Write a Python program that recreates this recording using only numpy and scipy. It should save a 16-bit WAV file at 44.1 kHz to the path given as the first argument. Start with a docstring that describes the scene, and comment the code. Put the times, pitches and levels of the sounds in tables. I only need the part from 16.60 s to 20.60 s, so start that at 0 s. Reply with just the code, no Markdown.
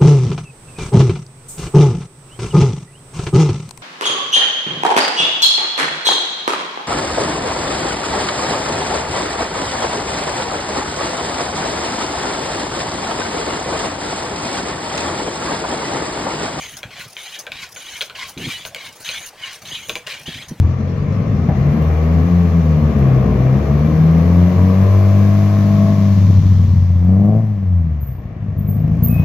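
"""An open yard: a floor pump inflates a scooter tyre at about one and a half strokes a second.
As the handle sinks, air is forced out with a hiss and a thin wavering whistle, and a bright spurt ends
the push. As it rises, air rushes in and the rod rasps. The washer chirps and squeaks on the barrel wall,
and the loose rod knocks at the turns. Light wind buffets the microphone over a faint outdoor hiss."""
import sys
import numpy as np
from scipy import signal
from scipy.fft import rfft, irfft
from scipy.io import wavfile
from scipy.ndimage import uniform_filter1d

SR = 44100
rng = np.random.default_rng(int(sys.argv[2]) if len(sys.argv) > 2 else 0)


def output_pcm(signal):
    """Save a mono or channel-first signal as 16-bit PCM at the path in sys.argv[1].

    Samples are clipped to [-1, 1] before scaling.
    """
    pcm = np.clip(np.atleast_2d(signal).T, -1, 1) * 32767
    wavfile.write(sys.argv[1], SR, np.round(pcm).astype(np.int16))


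N = 176400
TIME = np.arange(N) / SR
FREQS = np.maximum(np.fft.rfftfreq(N, 1 / SR), 1)

# Handle sinks: t/s at start, fastest, end; rush level/dB at each; hiss level/dB; whistle re rush/dB
DOWNSTROKES = [(-.05, 0.03, 0.14, -39, -34, -40, -41, -6), (0.57, 0.743, 0.76, -37, -37, -32, -42, -8.5),
               (1.159, 1.268, 1.367, -42.5, -34.5, -34, -43.5, -12),
               (1.777, 1.92, 2.09, -35.5, -27.5, -51.5, -43, -18),
               (2.445, 2.55, 2.657, -31.5, -29.5, -40, -38.5, -22),
               (3.051, 3.147, 3.38, -36.5, -32.5, -53, -43, -11),
               (3.659, 3.777, 3.83, -34, -35, -39, -49.5, -2.5)]
# Handle rises: t/s at start, fastest, end; rush level/dB at each; rasp level/dB
UPSTROKES = [(0.305, 0.418, 0.46, -41, -32, -40.5, -40.5), (0.916, 1.029, 1.033, -37, -34, -28.5, -44.5),
             (1.551, 1.591, 1.665, -37, -31.5, -32.5, -47), (2.158, 2.264, 2.36, -39.5, -34, -60, -40.5),
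             (2.77, 2.848, 2.956, -48, -31.5, -37.5, -55), (3.465, 3.524, 3.63, -30.5, -30.5, -44, -44.5)]
# Short jets at the valve: t/s, length/s (held for half of it), level/dB
VALVE_SPURTS = [(0.167, 0.02, -32), (0.787, 0.042, -34), (1.366, 0.17, -39.5), (1.681, 0.032, -34),
                (1.904, 0.046, -35), (2.051, 0.042, -35.5), (2.402, 0.05, -37), (2.66, 0.026, -33.5),
                (2.928, 0.019, -34.5), (3.017, .02, -38), (3.284, 0.036, -33), (3.882, 0.018, -36.5)]
# Clear squeaks of the washer: t/s, length/s, start f/Hz, end f/Hz, level/dB
WASHER_SQUEAKS = [(1.248, 0.026, 2736, 3550, -35), (1.549, 0.017, 3200, 2480, -32),
                  (1.844, 0.014, 3130, 3400, -27), (1.9, 0.028, 2410, 2290, -27),
                  (1.924, 0.067, 3010, 2920, -33.5), (1.976, 0.078, 3450, 3430, -43),
                  (2.515, .022, 2920, 3490, -32), (2.827, 0.029, 3150, 2750, -27.5),
                  (3.111, 0.027, 2760, 3610, -28.5), (3.139, 0.031, 2904, 3275, -28.5),
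                  (3.657, 0.042, 2826, 3410, -29.5), (3.714, 0.017, 3050, 3520, -35)]
# Rod hits the barrel: t/s, dry rms level/dB over the first 10 ms, low ring gain/dB, top ring gain/dB
ROD_KNOCKS = [(.231, -27.5, 6.5, 3), (.567, -29.5, -4, 1), (0.867, -29, 7.5, 1), (0.919, -26, -5, 0),
              (1.162, -35, 4, -7), (1.4086, -22, -5, -6), (1.4139, -21, -5, 2), (1.422, -27, 4, 10.5),
              (1.498, -33.5, 5.5, -5), (1.776, -33, -2, -8), (2.051, -28, 4.5, -2),
              (2.147, -27.5, 2.5, 9.5), (2.49, -22.5, -8, -17), (3.295, -19.5, 0, 0.5),
              (3.355, -23, 0.5, 5), (3.471, -27.5, 2.5, 3)]
# The whole pump jolts: t/s, level/dB
PUMP_JOLTS = [(3.284, -33), (3.354, -41)]
# Ringing modes of barrel and rod: f/Hz, level/dB, t60/s
BARREL_MODES = [(467, -19, 0.04), (618, -17, 0.038), (1013, -17, 0.018), (1506, -10.5, 0.028),
                (2383, -4.5, 0.011), (2970, -6.5, 0.0081), (3290, -6, 0.011), (4150, -7.5, 0.0068),
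                (4990, -17.5, 0.0095), (6420, -14.5, 0.0035)]
# Narrow resonances of the pump tube: f/Hz
TUBE_RESONANCES = [2180, 2374, 3880, 6330, 6710]
# Wind puffs on the microphone: t/s, length/s, level/dB
WIND_PUFFS = [(1.767, 0.12, -32.5), (1.866, 0.011, -29), (3.115, 0.011, -42), (3.678, 0.0092, -24.5),
              (3.911, 0.011, -23.5)]
# Rise and fall of the wind rumble: t/s, level/dB
BREEZE_LEVELS = [(0, -52.5), (.42, -46.5), (.68, -70), (.95, -46), (1.25, -61), (1.55, -51), (2.5, -53),
                 (2.78, -59.5), (3.1, -47.5), (3.3, -50.5), (4, -43)]

# Colour of the downstroke rush: f/Hz, level/dB
PUSH_COLOUR = [(200, -26), (600, -17), (1300, -10.5), (1750, -6.5), (2250, -3), (2650, -6), (3000, 0.5),
               (3500, -6), (3900, -5), (5500, -12), (15000, -27.5)]
# Hollow colour of the intake: f/Hz, level/dB
PULL_COLOUR = [(250, -19.5), (800, -19), (1080, -1.5), (1300, -16), (1530, -5), (2200, -2), (2600, -3),
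               (3200, 1), (3650, -7), (4350, -4.5), (7500, -17.5), (15000, -30.5)]
# Peaky colour of the hose hiss: f/Hz, level/dB
HOSE_COLOUR = [(1500, -4), (4500, -13), (5800, 1), (6500, 16.5), (7300, -12), (8300, -9), (9700, 6),
               (12000, -10), (14500, 0), (16000, -25)]
# Bright colour of valve jets and rod rasp: f/Hz, level/dB
BRIGHT_COLOUR = [(400, 2.5), (1500, 7), (3300, 4), (6300, 12.5), (7500, 0.5), (9800, 6.5), (12000, 0.5),
                 (15000, -1)]
# Deep colour of the wind rumble: f/Hz, level/dB
RUMBLE_COLOUR = [(20, -31), (55, -3), (130, 1.5), (300, -12), (1500, -53)]
# Dull colour of the wind puffs: f/Hz, level/dB
PUFF_COLOUR = [(20, -24), (160, 2.5), (320, -3), (520, -17.5), (1500, -81)]
# Soft colour of the outdoor hiss: f/Hz, level/dB
YARD_COLOUR = [(100, -11.5), (680, 6), (1400, -0.5), (2400, 0), (4800, -8.5), (6600, -11.5), (15000, -18.5)]
# How alike the two microphones sound: f/Hz, correlation
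STEREO_LIKENESS = [(150, .999), (600, .985), (2500, .96), (4400, .89), (6500, .5), (15000, .57)]
# Where the image leans left: f/Hz, share of the full lean
LEFT_LEAN = [(1000, 0), (2800, .3), (5300, 1.0), (9000, .22)]

ATTACK_S, RELEASE_DB_PER_S = 0.0027, 368
TREBLE_FLICKER_DB = 5.5  # depth of a random, watery flicker of narrow bands in the high hiss


def pushes(hiss_follows=0.13, chirp_db=-3):
    """Each downstroke drives a rush with rising chirps in the barrel, a hose hiss and the whistle."""
    rush_gain = hiss_gain = whistle_gain = 0
    for start, fastest, end, start_db, fastest_db, end_db, hiss_db, whistle_db in DOWNSTROKES:
        flow = stroke([start, fastest, end], [start_db, fastest_db, end_db])
        rush_gain += flow
        whistle_gain += flow * from_db(whistle_db)
        flattened_flow = (flow / from_db(fastest_db)) ** hiss_follows
        hiss_gain += from_db(hiss_db) * flattened_flow * gate(start, end)
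    breath = band_flicker(air(PUSH_COLOUR))
    barrel = rms_one(breath + from_db(chirp_db) * chirps(PUSH_COLOUR, sweep_hz_per_s=11000))
    rush = rush_gain * rubbing() * barrel
    hiss = hiss_gain * sputter() * band_flicker(air(HOSE_COLOUR), TREBLE_FLICKER_DB)
    return tube(rush + hiss) + whistle_gain * whistle()


def whistle(centre_hz=3154, waver_hz=205.6, wavers_per_s=23, unsteady=.3, flicker_db=4, jitter_hz=55):
    """A breathy tone that wavers as the valve flutters, loudest on each upward glide."""
    flutter = phase(wavers_per_s * (1 + unsteady * drift(15)))
    hz = centre_hz + waver_hz * np.sin(flutter) + jitter_hz * (drift(13) + 2 * drift(950))
    flicker = from_db(flicker_db * (drift(wavers_per_s) + np.cos(flutter)))
    return rms_one(flicker * np.sin(phase(hz)))


def pulls(chirp_db=-5):
    """Each upstroke sucks air past the washer into the hollow barrel, with falling chirps."""
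    breath = band_flicker(air(PULL_COLOUR))
    barrel = rms_one(breath + from_db(chirp_db) * chirps(PULL_COLOUR, sweep_hz_per_s=-4000))
    flow = sum(stroke([start, fastest, end], levels) for start, fastest, end, *levels, _ in UPSTROKES)
    return flow * rubbing() * tube(barrel)


def stroke(times, levels_db):
    """Air flow follows the handle through a stroke, then shuts off."""
    return from_db(np.interp(TIME, times, levels_db)) * gate(times[0], times[-1])


def tube(x, width_hz=41, boost_db=8):
    """Air moving through the pump picks up its narrow resonances."""
    peaks = sum(1 / (1 + (2 * (FREQS - hz) / width_hz) ** 2) for hz in TUBE_RESONANCES)
    return irfft(rfft(x) * from_db(boost_db * peaks), N)


def spurts():
    """Bright jets escape at the valve."""
    gain = sum(from_db(db) * gate(s, s + length / 2, fall_db_per_s=471)
               for s, length, db in VALVE_SPURTS)
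    return gain * sputter() * band_flicker(air(BRIGHT_COLOUR), TREBLE_FLICKER_DB)


def sputter(depth_db=2.0):
    """The fast, uneven flicker of escaping air."""
    return rms_one(from_db(depth_db * drift(107)))


def knocks(chatter_per_s=1500, chatter_db=-12, chatter_t60_s=0.093, crack_db=-9,
           low_ring_hz=1800, top_ring_hz=4600, spread_db=2.5, detune=0.032):
    """The loose rod hits with a crack and a dying chatter; the barrel never rings quite the same way."""
    out, t = np.zeros(N + SR), TIME[:SR // 6]
    for s, db, low_db, top_db in ROD_KNOCKS:
        touches = rng.standard_normal(len(t)) * (rng.random(len(t)) < chatter_per_s / SR)
        chatter = touches * from_db(chatter_db - 60 * t / chatter_t60_s)
        contact = chatter + (t == 0)
        knock = from_db(top_db + crack_db) * contact
        for k, (hz, mode_db, t60) in enumerate(BARREL_MODES):
            tilt_db = low_db * (hz < low_ring_hz) + top_db * (hz > top_ring_hz)
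            strength = from_db(mode_db + tilt_db + spread_db * rng.standard_normal())
            drive = chatter if hz < low_ring_hz else contact  # only the chatter stirs the low modes
            knock += (-1) ** k * strength * ring(drive, hz * (1 + detune * rng.standard_normal()), t60)
        i = int(s * SR)
        out[i:i + len(t)] += from_db(db) * knock / np.std(knock[:SR // 100])
    return out[:N]


def thuds(hold_s=0.017):
    """The hardest turns shake the whole pump in its lowest mode."""
    hz, _, t60 = BARREL_MODES[0]
    body = compress(ring(rng.standard_normal(N), hz, t60))
    return body * sum(from_db(db) * gate(s, s + hold_s) for s, db in PUMP_JOLTS)


def squeaks():
    """Now and then one squeak of the washer stands clear."""
    out = np.zeros(N + SR)
    for s, length, start_hz, end_hz, db in WASHER_SQUEAKS:
        tone, i = glide(length, start_hz, end_hz), int(s * SR)
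        out[i:i + len(tone)] += from_db(db) * tone
    return out[:N] * rubbing()


def chirps(colour, sweep_hz_per_s, per_s=190, mean_length_s=0.03, low_hz=1475, high_hz=4547):
    """The washer sticks and slips on the barrel wall: a swarm of tiny gliding squeaks."""
    out, tint_db = np.zeros(N + SR), per_hz(colour)
    for when, pitch, slope, size in rng.random((int(per_s * N / SR), 4)):
        hz = low_hz * (high_hz / low_hz) ** pitch
        length = mean_length_s * (.5 + size)
        grain = glide(length, hz, hz + 2 * slope * sweep_hz_per_s * length)
        i = int(when * N)
        out[i:i + len(grain)] += grain * size * from_db(np.interp(hz, FREQS, tint_db))
    return rms_one(out[:N])


def glide(length, start_hz, end_hz):
    """One gliding squeak with rounded ends."""
    progress = np.linspace(0, 1, max(int(length * SR), 2))
    envelope = np.sqrt(2 * np.abs(np.sin(np.pi * progress)))
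    return envelope * np.sin(phase(start_hz + (end_hz - start_hz) * progress))


def rubbing(depth_db=1.5):
    """The washer drags unevenly, so the level lurches."""
    return rms_one(from_db(depth_db * drift(46)))


def rasps(swell_s=0.039, low_cut_hz=4300,
          stutter_delay_s=0.059, stutter_s=0.065, stutter_per_s=37, stutter_db=-45, depth_db=5.5):
    """The rising rod scrapes brightly at full speed, then stutters as it slows towards the top."""
    judder = np.sin(phase(stutter_per_s * (1 + .5 * drift(21.14))))
    stutter = from_db(stutter_db) * rms_one(from_db(depth_db * judder))
    gain = 0
    for _, fastest, *_, rasp_db in UPSTROKES:
        slowing = fastest + stutter_delay_s
        gain += from_db(rasp_db) * np.exp(-((TIME - fastest) / swell_s) ** 2)
        gain += stutter * gate(slowing, slowing + stutter_s)
    gain *= sputter()
    low_cut = signal.butter(2, low_cut_hz, "high", fs=SR, output="sos")
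    scrape = signal.sosfilt(low_cut, band_flicker(air(BRIGHT_COLOUR), TREBLE_FLICKER_DB))
    return gain * rms_one(scrape)


def yard_echo(x, echo_db=-10.5, t60_s=0.25, predelay_s=.004):
    """The direct sound plus a brief scatter off the ground, scooters and walls."""
    t = TIME[:SR // 3]
    tails = rng.standard_normal((2, len(t))) * from_db(-60 * t / t60_s) * (t > predelay_s)
    mid, side = [signal.fftconvolve(x, tail / np.linalg.norm(tail))[:N] for tail in tails]
    return stereo(x + from_db(echo_db) * mid, 2 * from_db(echo_db) * side)


def wind(lumpy_db=4.5):
    """Wind buffets the microphones: lumpy rumble and sudden puffs."""
    breeze = from_db(np.interp(TIME, *np.transpose(BREEZE_LEVELS)))
    lumps = rms_one(from_db(lumpy_db * drift(19.6)))
    puffs = sum(from_db(db) * gate(s, s + length, fall_db_per_s=900) for s, length, db in WIND_PUFFS)
    eddies = compress(air(PUFF_COLOUR), knee=.5)
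    return breeze * lumps * air(RUMBLE_COLOUR) + puffs * eddies


def yard_hiss(level_db=-46.5):
    """A faint bed of outdoor air."""
    return from_db(level_db) * band_flicker(air(YARD_COLOUR))


def air(colour):
    """Coloured noise at both microphones."""
    gain = from_db(per_hz(colour))
    return stereo(noise(gain), noise(gain))


def band_flicker(x, depth_db=3.5):
    """Narrow bands of the noise swell and fade at random."""
    cells = signal.stft(x, nperseg=512)[2]
    swell = uniform_filter1d(rng.standard_normal(cells.shape[1:]), size=3, axis=0)  # across bands
    swell = uniform_filter1d(swell, size=7, axis=1)  # across time
    flickering = signal.istft(cells * from_db(depth_db * rms_one(swell)))[1]
    return rms_one(flickering[:, :N])


def stereo(mid, side, left_db=2.2, left_lag_rad=.6):
    """Two microphones: alike in the bass, wider in the treble, where the left is louder and late."""
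    alike = np.clip(per_hz(STEREO_LIKENESS), 0, 1)
    sign = np.array([[1], [-1]])
    pair = np.sqrt((1 + alike) / 2) * rfft(mid) + sign * np.sqrt((1 - alike) / 2) * rfft(side)
    lean = sign * per_hz(LEFT_LEAN) / 2
    return irfft(pair * from_db(lean * left_db) * np.exp(-1j * lean * left_lag_rad), N)


def ring(clicks, hz, t60):
    """A unit click sets a sine of height 1 ringing."""
    decay, step = from_db(-60 / (t60 * SR)), 2 * np.pi * hz / SR
    return signal.lfilter([0, np.sin(step)], [1, -2 * decay * np.cos(step), decay ** 2], clicks + 1e-18)


def compress(x, knee=0):
    """Squeeze the envelope 2:1 above the knee for a denser body at unit rms."""
    return rms_one(x / np.sqrt(np.abs(signal.hilbert(x)) + knee))


def gate(start, end, fall_db_per_s=RELEASE_DB_PER_S):
    """Quick attack, hold, steady release."""
    attack = np.clip((TIME - start) / ATTACK_S, 0, 1)
    return attack * from_db(-np.clip((TIME - end) * fall_db_per_s, 0, 200))


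def drift(rate_hz):
    """Random wander at unit rms, smoothed above the given rate."""
    return noise(1 / (1 + (FREQS / rate_hz) ** 2))


def noise(gain):
    """Unit-rms noise shaped by a gain at each frequency."""
    return rms_one(irfft(rfft(rng.standard_normal(N)) * gain, N))


def per_hz(points):
    """Draw a curve through the points on a log-frequency axis."""
    hz, value = np.transpose(points)
    return np.interp(np.log(FREQS), np.log(hz), value)


def phase(hz):
    """Running phase of a moving pitch, in radians."""
    return 2 * np.pi * np.cumsum(hz) / SR


def from_db(db):
    """Decibels to gain."""
    return 10 ** (np.asarray(db) / 20)


def rms_one(x):
    """Scale to unit rms."""
    return x / np.sqrt(np.mean(x ** 2) + 1e-20)


def scene():
    """The pump up front, wind and the quiet yard behind."""
    strokes = pushes() + pulls() + rasps() + squeaks() + spurts()
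    return strokes + yard_echo(knocks() + thuds()) + wind() + yard_hiss()


def record(dry, cutoff_hz=16100):
    """A steep high cut takes off the very top."""
    return irfft(rfft(dry) / np.sqrt(1 + (FREQS / cutoff_hz) ** 200), N)


dry = scene()
out = record(dry)
output_pcm(out)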